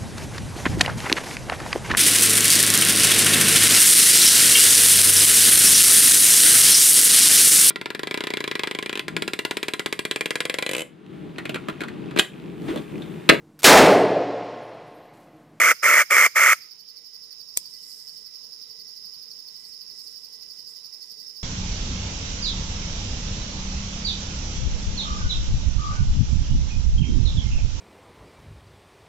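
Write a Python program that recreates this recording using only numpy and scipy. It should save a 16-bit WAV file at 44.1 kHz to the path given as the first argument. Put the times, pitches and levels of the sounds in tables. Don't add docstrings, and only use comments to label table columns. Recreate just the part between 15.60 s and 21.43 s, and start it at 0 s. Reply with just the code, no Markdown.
import sys
import numpy as np
from scipy import signal
from scipy.fft import rfft, irfft, next_fast_len
from scipy.io import wavfile
from scipy.ndimage import uniform_filter1d, map_coordinates

SR = 44100
rng = np.random.default_rng(int(sys.argv[2]) if len(sys.argv) > 2 else 0)


def to_wav(sig):
    pcm = np.clip(np.atleast_2d(sig), -1, 1) * 32767
    pcm = np.round(pcm).astype(np.int16)
    wavfile.write(sys.argv[1], SR, pcm.T)


def volts_from_db(level):
    exponent = np.asarray(level, float) / 20
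    return 10 ** exponent


N = 257103
TIME = np.arange(N) / SR

# start of the voice in seconds, time held in seconds, voice in dB, air puff in dB.
CALLS = [
    (-.06, 0.17676, -13.5, -62),
    (.233, 0.18695, -14, -60),
    (.508, 0.1558, -13, -66),
    (.76, 0.17066, -13.5, -70),
]
# centre in Hz, width in Hz, level in dB.
THROAT = [(601, 250, -10.5), (1221.4, 150, -7), (1371.8, 300.5, -5), (1809, 280, -1.5), (2151.8, 266.8, -2),
          (3048.5, 801.5, -26.5)]
# centre in Hz, width in Hz, depth from 0 to 1.
HOLLOWS = [(760, 110, .7), (1011, 99.94, .6), (2478.1, 120, .5)]
# frequency in Hz, level in dB per Hz.
BEAK_HISS = [(2300, -35), (2800, -8.5), (3400, -7.5), (3720, -19), (3950, -15), (5700, -2.5), (7200, -2.5),
             (7900, -13.5), (8700, -3), (9900, -13.5), (11300, -4.5), (12700, -16.5), (14400, -6),
             (15700, -15.5)]
# frequency in Hz, likeness (1 is the same).
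HISS_ALIKE = [(300, 1), (2500, 0.602), (3800, 0.24), (7500, 0.984), (9000, 0.14), (12500, 0.43),
              (14000, 0.081)]
# frequency in Hz, level in dB per Hz.
PUFF = [(20, -5.5), (60, -1.5), (250, 1), (400, -33)]
# frequency in Hz, level in dB.
SCATTER = [(500, -36), (2000, -32), (5000, -23), (12000, -17)]
# frequency in Hz, time to fall 60 dB in seconds.
TREES = [(300, .3), (1000, 0.491), (2200, 0.479), (4000, 1), (8000, 0.31), (14000, 0.44)]
# frequency in Hz, level in dB, time to fall 60 dB in seconds.
DRUM_SKIN = [(4832, 14, 0.00999), (5350, 8.5, .01), (6551, -6.5, 0.0043), (10180, -3, 0.0068),
             (14244, 2.5, 0.00501), (15025, 5.5, .005)]
# time in seconds, throbs per second.
TEMPO = [(1.1, 11.455), (2.2, 11.883), (2.6, 11.192), (3, 11.262), (3.4, 11.675), (3.8, 11.794),
         (4.8, 11.616), (5.2, 11.644), (5.5, 11.372), (5.83, 11.92)]
# frequency in Hz, level in dB per Hz.
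CHORUS = [(2500, -62.5), (3400, -33.5), (3850, -23), (4250, -24), (4650, -6), (5150, 4.5), (5600, -2.5),
          (5800, -23.5), (6600, -15), (7750, -39), (10100, -20.5), (12300, -40), (14400, -21.5),
          (15700, -25.5)]
# time in seconds, depth of the beat in dB.
UNISON = [(0, -7), (1.3, 2.5), (2, 0.5), (2.6, 1), (3.2, 0.5), (3.7, -0.14), (4.3, 0), (4.8, 2), (5.4, 2),
          (5.83, 1)]
# frequency in Hz, level in dB per Hz.
FOREST = [(10, -20), (25, -9), (90, -6), (184, -1.5), (320, -5), (476, -2), (581, -11), (1030, -9.5),
          (1580, -13), (2570, -10), (3280, -10.5), (4000, 0), (5200, -32), (8800, -120)]
# frequency in Hz, likeness (1 is the same).
AIR_ALIKE = [(100, 0.383), (900, 0.2512), (3000, 0.085), (7000, .05), (8000, 0.37), (9000, 0.0493),
             (12300, 0.898), (14000, 0.04996)]
# centre in Hz, width in Hz, level in dB, left over right in dB.
HUM = [(459.86, 49.37, -77.5, 0.5), (980.8, 45, -85.5, -1), (2010, 55, -77.5, -9.5),
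       (3018.2, 80, -79.5, -14.5)]
# time in seconds, level in dB.
CRACKS = [
    (1.9677, -27),
    (1.9695, -28),
    (1.9706, -23),
    (1.9722, -17),
    (1.9732, -1),
    (1.9738, -13),
    (1.9746, -8),
    (1.9753, -11),
    (1.9762, -17),
    (1.9776, -23),
]
# frequency in Hz, level in dB per Hz.
WOOD = [(30, -22), (150, -19.5), (600, -17.5), (1500, -22), (2300, -6), (3000, -9), (5500, -2.5), (9000, 4),
        (12400, -10), (14600, -2), (15700, -21.5)]
# peak in seconds, level in dB, seconds to rise 20 dB, seconds to fall 20 dB.
RUSTLE = [(1.99, -57.5, 0.0728, 0.12), (2.15, -63, 0.32, 0.18), (2.3, -56.5, 0.2639, 0.4637),
          (3.96, -68, 0.14, 0.25), (4.09, -64.5, 0.34, 0.16), (4.4, -63, 0.11, 0.6859),
          (4.63, -69, 0.13, 0.02), (5.0, -70, 0.56, 0.37), (5.09, -63.5, 0.11, 0.19),
          (5.52, -65.5, 0.3, .05), (5.62, -66.5, 0.08, 0.17)]
# frequency in Hz, level in dB per Hz.
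LEAVES = [(3000, -42), (6000, -3.5), (8500, 0.5), (12000, -3), (15500, -8.5)]
# frequency in Hz, left over right in dB.
PORTS = [(0, -0.5), (3000, 0.5), (5500, -14), (6100, -54), (6700, -46), (7100, -11), (8000, 2),
         (9100, 15.5), (9400, 44.5), (10200, 46), (10700, 13), (12300, -0.5), (13400, -3.5), (14200, -35.5)]

ATTACK_DB_PER_S, RELEASE_DB_PER_S = 3000, 1450
SWELL_DB_PER_S, SETTLE_DB, SETTLE_S = 12, 1.5, .012
PITCH_HZ, HISS_DB, BREATHY_EDGE = 1148.5, -12.5, 0.2
PUFF_FADE_DB_PER_S, PUFF_EDGE = 25, .5
CHEST_HZ, CHEST_DB, CHEST_FADE_DB_PER_S = 680, 3.5, 7
THROB_PHASE = .22
THROB_DB, THROB_SCATTER_DB, THROB_JITTER_S = -49, 0.82, .0015
THROB_DUCK = .5
DUCK_DB, LAST_CALL_S, RECOVER_S = -5.5, 1.01, 0.63
TOP_HZ = 15520


def unit(x):
    return x / np.sqrt(np.mean(x ** 2) + 1e-20)


def along(points, hz):
    f, v = np.transpose(points)
    return np.interp(np.log(hz + 1), np.log(f + 1), v)


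def curve(rows):
    s, value = np.transpose(rows)
    return np.interp(TIME, s, value)


def wobble(rate):
    knots = rng.standard_normal(int(N * rate / SR) + 4)
    return unit(map_coordinates(knots, [TIME * rate]))


def filtered(x, response):
    m = next_fast_len(N + 8192)
    hz = np.fft.rfftfreq(m, 1 / SR)
    return irfft(rfft(x, m) * response(hz), m)[..., :N]


def coloured(x, spectrum):
    return filtered(x, lambda hz: volts_from_db(along(spectrum, hz)))


def resonance(f, centre, width):
    return 1j * f * width / (centre * centre - f * f + 1j * f * width)


def spread(pair, alike):
    def weights(hz):
        turn = np.arccos(np.clip(along(alike, hz), -1, 1)) / 2
        return np.array([np.cos(turn), np.sin(turn)])

    mid, side = filtered(pair, weights)
    return np.array([mid + side, mid - side])


def rush(spectrum, patchy_db):
    z = signal.stft(rng.standard_normal((2, N)), nperseg=512)[2]
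    patches = uniform_filter1d(rng.standard_normal(z.shape[1:]), 6, 0)
    patches = uniform_filter1d(patches, 10, 1)
    pair = signal.istft(z * volts_from_db(patchy_db * unit(patches)), nperseg=512)[1][:, :N]
    return unit(coloured(spread(pair, AIR_ALIKE), spectrum))


def echo(x):
    t, z = signal.stft(rng.standard_normal((2, SR // 2)), SR, nperseg=256)[1:]
    hz = np.fft.rfftfreq(256, 1 / SR)
    fade_db = -60 * t / along(TREES, hz)[:, None]
    tail = signal.istft(z * volts_from_db(fade_db), SR, nperseg=256)[1]
    return signal.fftconvolve(x[None], tail / np.linalg.norm(tail[0]), axes=1)[:, :N]


def nearby(x, alike, lead_s, blur_s):
    paths = rng.standard_normal(600) * np.exp(-np.arange(600) / SR / blur_s)
    other = signal.fftconvolve(x, paths / np.linalg.norm(paths))[:N]
    pair = spread(np.array([x, other]), alike)
    return filtered(pair, lambda hz: np.exp(np.outer([1j, -1j], np.pi * hz * lead_s)))


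def call_shape():
    start, hold, voice_db, puff_db = np.transpose(CALLS)[..., None]
    age = TIME - start
    edge_db = ATTACK_DB_PER_S * np.minimum(age, 0) - RELEASE_DB_PER_S * np.maximum(age - hold, 0)
    settle_db = SETTLE_DB * np.exp(-np.abs(age) / SETTLE_S)
    effort_db = SWELL_DB_PER_S * (np.clip(age, 0, hold) - hold / 2) - settle_db
    fade_db = PUFF_FADE_DB_PER_S * np.maximum(age, 0)
    puff_db = puff_db - fade_db + PUFF_EDGE * edge_db - 4 * settle_db
    now = np.argmax(edge_db, axis=0), np.arange(N)
    return (voice_db + effort_db + edge_db)[now], HISS_DB - BREATHY_EDGE * edge_db[now], puff_db[now]


def hen():
    voice_db, hiss_db, puff_db = call_shape()
    pitch = PITCH_HZ * np.exp(.13 * wobble(600) + .03 * wobble(90))
    cycles = np.cumsum(pitch) / SR
    burst = volts_from_db(2.6 * wobble(420))
    closure = np.exp(4 * np.cos(2 * np.pi * cycles))
    doubling = 1 + .25 * np.cos(np.pi * cycles + 1.9 * wobble(150))
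    source = unit(np.gradient(closure) * doubling) + .6 * rng.standard_normal(N)

    def throat(f):
        ring = sum((-1) ** k * volts_from_db(db) * resonance(f, c, w) for k, (c, w, db) in enumerate(THROAT))
        return ring / (1 + (f / 2500) ** 8) ** 0.55 / (1 + (f / 3450) ** 18)

    def mouth(f):
        rise = (1j * f / 250) ** 2 / (1 + 1.1j * f / 250 - (f / 250) ** 2)
        return rise ** 2 * np.prod([1 - depth * resonance(f, c, w) for c, w, depth in HOLLOWS], axis=0)

    rasp = unit(filtered(source * burst, throat))
    rasp = nearby(rasp, [(2000, .97)], lead_s=.000085, blur_s=.002) * volts_from_db([[-1], [1]])
    swing = np.abs(uniform_filter1d(np.mean(rasp ** 2, axis=0), size=350))
    held = unit(rasp / (swing + .05) ** 0.253)
    voice = filtered(held * volts_from_db(voice_db), mouth)
    chest = filtered(voice, lambda f: 1 / (1 + (f / CHEST_HZ) ** 12))
    voice = voice + (volts_from_db(CHEST_DB - CHEST_FADE_DB_PER_S * TIME) - 1) * chest

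    air = spread(rng.standard_normal((2, N)), HISS_ALIKE)
    hiss = unit(coloured(air, BEAK_HISS) * burst ** 0.522) * volts_from_db(voice_db + hiss_db + 2.5)
    push = spread(rng.standard_normal((2, N)), [(100, .75)])
    puff = volts_from_db(puff_db) * unit(coloured(push, PUFF))
    return voice + puff + hiss


def camera_gain():
    return DUCK_DB * np.exp(-(np.clip(TIME - LAST_CALL_S, 0, None) / RECOVER_S) ** 1.5)


def throb_count():
    return THROB_PHASE + np.cumsum(curve(TEMPO)) / SR


def throb_times():
    count = throb_count()
    s = np.interp(np.arange(1, int(count[-1]) + 1), count, TIME)
    draw = rng.standard_normal((len(s), 2))
    duck_db = THROB_DUCK * np.interp(s, TIME, camera_gain())
    return s + THROB_JITTER_S * draw[:, 0], THROB_DB + THROB_SCATTER_DB * draw[:, 1] + duck_db


def cicada():
    s, db = throb_times()
    place = np.linspace(-1, 1, num=12)
    draw = rng.standard_normal((len(s), 2 + 2 * len(DRUM_SKIN), len(place), 1))
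    start = s[:, None] + .0165 * place + .0003 * draw[:, 0, :, 0]
    in_out_db = 1.497 * (-1) ** np.arange(len(place))
    size_db = db[:, None] + 6 - 7 * place ** 2 + 1.2 * draw[:, 1, :, 0] + in_out_db
    sag = (1 + 0.1 * ((place - .3) ** 2 - .45))[:, None]
    t = np.arange(300) / SR
    ring = 0
    for k, (hz, level, t60) in enumerate(DRUM_SKIN):
        fade = volts_from_db(level + 1.8 * draw[:, 2 * k + 2] - 60 * t / t60)
        pitch = hz * sag * (1 + 0.02 * draw[:, 2 * k + 3])
        ring = ring + fade * np.sin(2 * np.pi * pitch * t)
    clicks = volts_from_db(size_db)[..., None] * ring * (1 - np.exp(-t / 0.0004001)) ** 2
    where = (start * SR).astype(int)[..., None] + np.arange(300)
    song = np.bincount(where.ravel(), clicks.ravel(), N + SR)[:N]

    def body(f):
        small_drum = 1 / (1 + (4400 / (f + 1)) ** 24)
        return small_drum * (1 - .7 * np.exp(-((f - 5950) / 250) ** 2))

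    song = filtered(song, body)
    return nearby(song, [(5000, 0.4412)], lead_s=0, blur_s=.003) + volts_from_db(-7.5) * echo(song)


def forest():
    beat = np.cos(2 * np.pi * (throb_count() - .07))
    chorus_db = -43 + curve(UNISON) * beat + .3 * wobble(5.6) + 1.199 * wobble(270)
    chorus = volts_from_db(chorus_db) * rush(CHORUS, patchy_db=0.5)
    low = volts_from_db(-62) * rush(FOREST, patchy_db=1.85)
    for hz, width, db, pan_db in HUM:
        band = unit(filtered(rng.standard_normal(N), lambda f: 1 / (1 + (2 * (f - hz) / width) ** 2)))
        swell_db = 1.196 * wobble(3.496) + 2.2 * wobble(11)
        low = low + volts_from_db(db + swell_db) * volts_from_db([[pan_db / 2], [-pan_db / 2]]) * band
    gain_db = camera_gain()
    return volts_from_db(gain_db) * chorus + volts_from_db(0.335 * gain_db) * low


def twig():
    snap, t = np.zeros(N), np.arange(200) / SR
    for s, db in CRACKS:
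        burst = volts_from_db(-60 * t / 0.001187) * rng.standard_normal(len(t))
        snap[round(s * SR):][:len(t)] += volts_from_db(db) * burst / np.linalg.norm(burst)
    after = np.clip(TIME - CRACKS[-1][0], 0, None)
    patter_db = -41 - 60 * after / 0.0622 + 1.9 * wobble(300)
    snap += (after > 0) * volts_from_db(patter_db) * rng.standard_normal(N)
    u = np.clip(TIME - CRACKS[0][0], 0, None) / 0.0042
    jerk = volts_from_db(-42.5) * u * (2 - u) * np.exp(-u)
    return volts_from_db(15.5) * coloured(snap, WOOD) + jerk


def leaves():
    s, db, rise, fall = np.transpose(RUSTLE)[..., None]
    drop = np.where(TIME < s, (s - TIME) / rise, (TIME - s) / fall)
    swells = volts_from_db(db - 20 * drop).max(axis=0)
    return swells * volts_from_db(6.5 + 1.49 * wobble(58.02)) * rush(LEAVES, patchy_db=1.5)


def scene():
    call, snap = hen(), twig()
    near = call + nearby(snap, [(3000, 0.8)], lead_s=-.0002, blur_s=.0002)
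    answer = echo(coloured(call[1], SCATTER) + volts_from_db(-27.5) * snap)
    return near + answer + cicada() + forest() + leaves()


def top_cut(x):
    return signal.sosfilt(signal.butter(12, 15800, fs=SR, output="sos"), x)


def record(dry):
    f, tilt_db = np.transpose(PORTS)

    def ports(hz):
        tilt = np.outer([-2, 2], np.interp(hz, f, tilt_db))
        return np.sqrt(2 / (1 + volts_from_db(tilt)))

    heard = filtered(dry, ports)
    rounded = heard / (1 + np.abs(heard / .95) ** 8) ** (1 / 8)
    return top_cut(filtered(rounded, lambda hz: hz < TOP_HZ))


dry = scene()
out = record(dry)
to_wav(out)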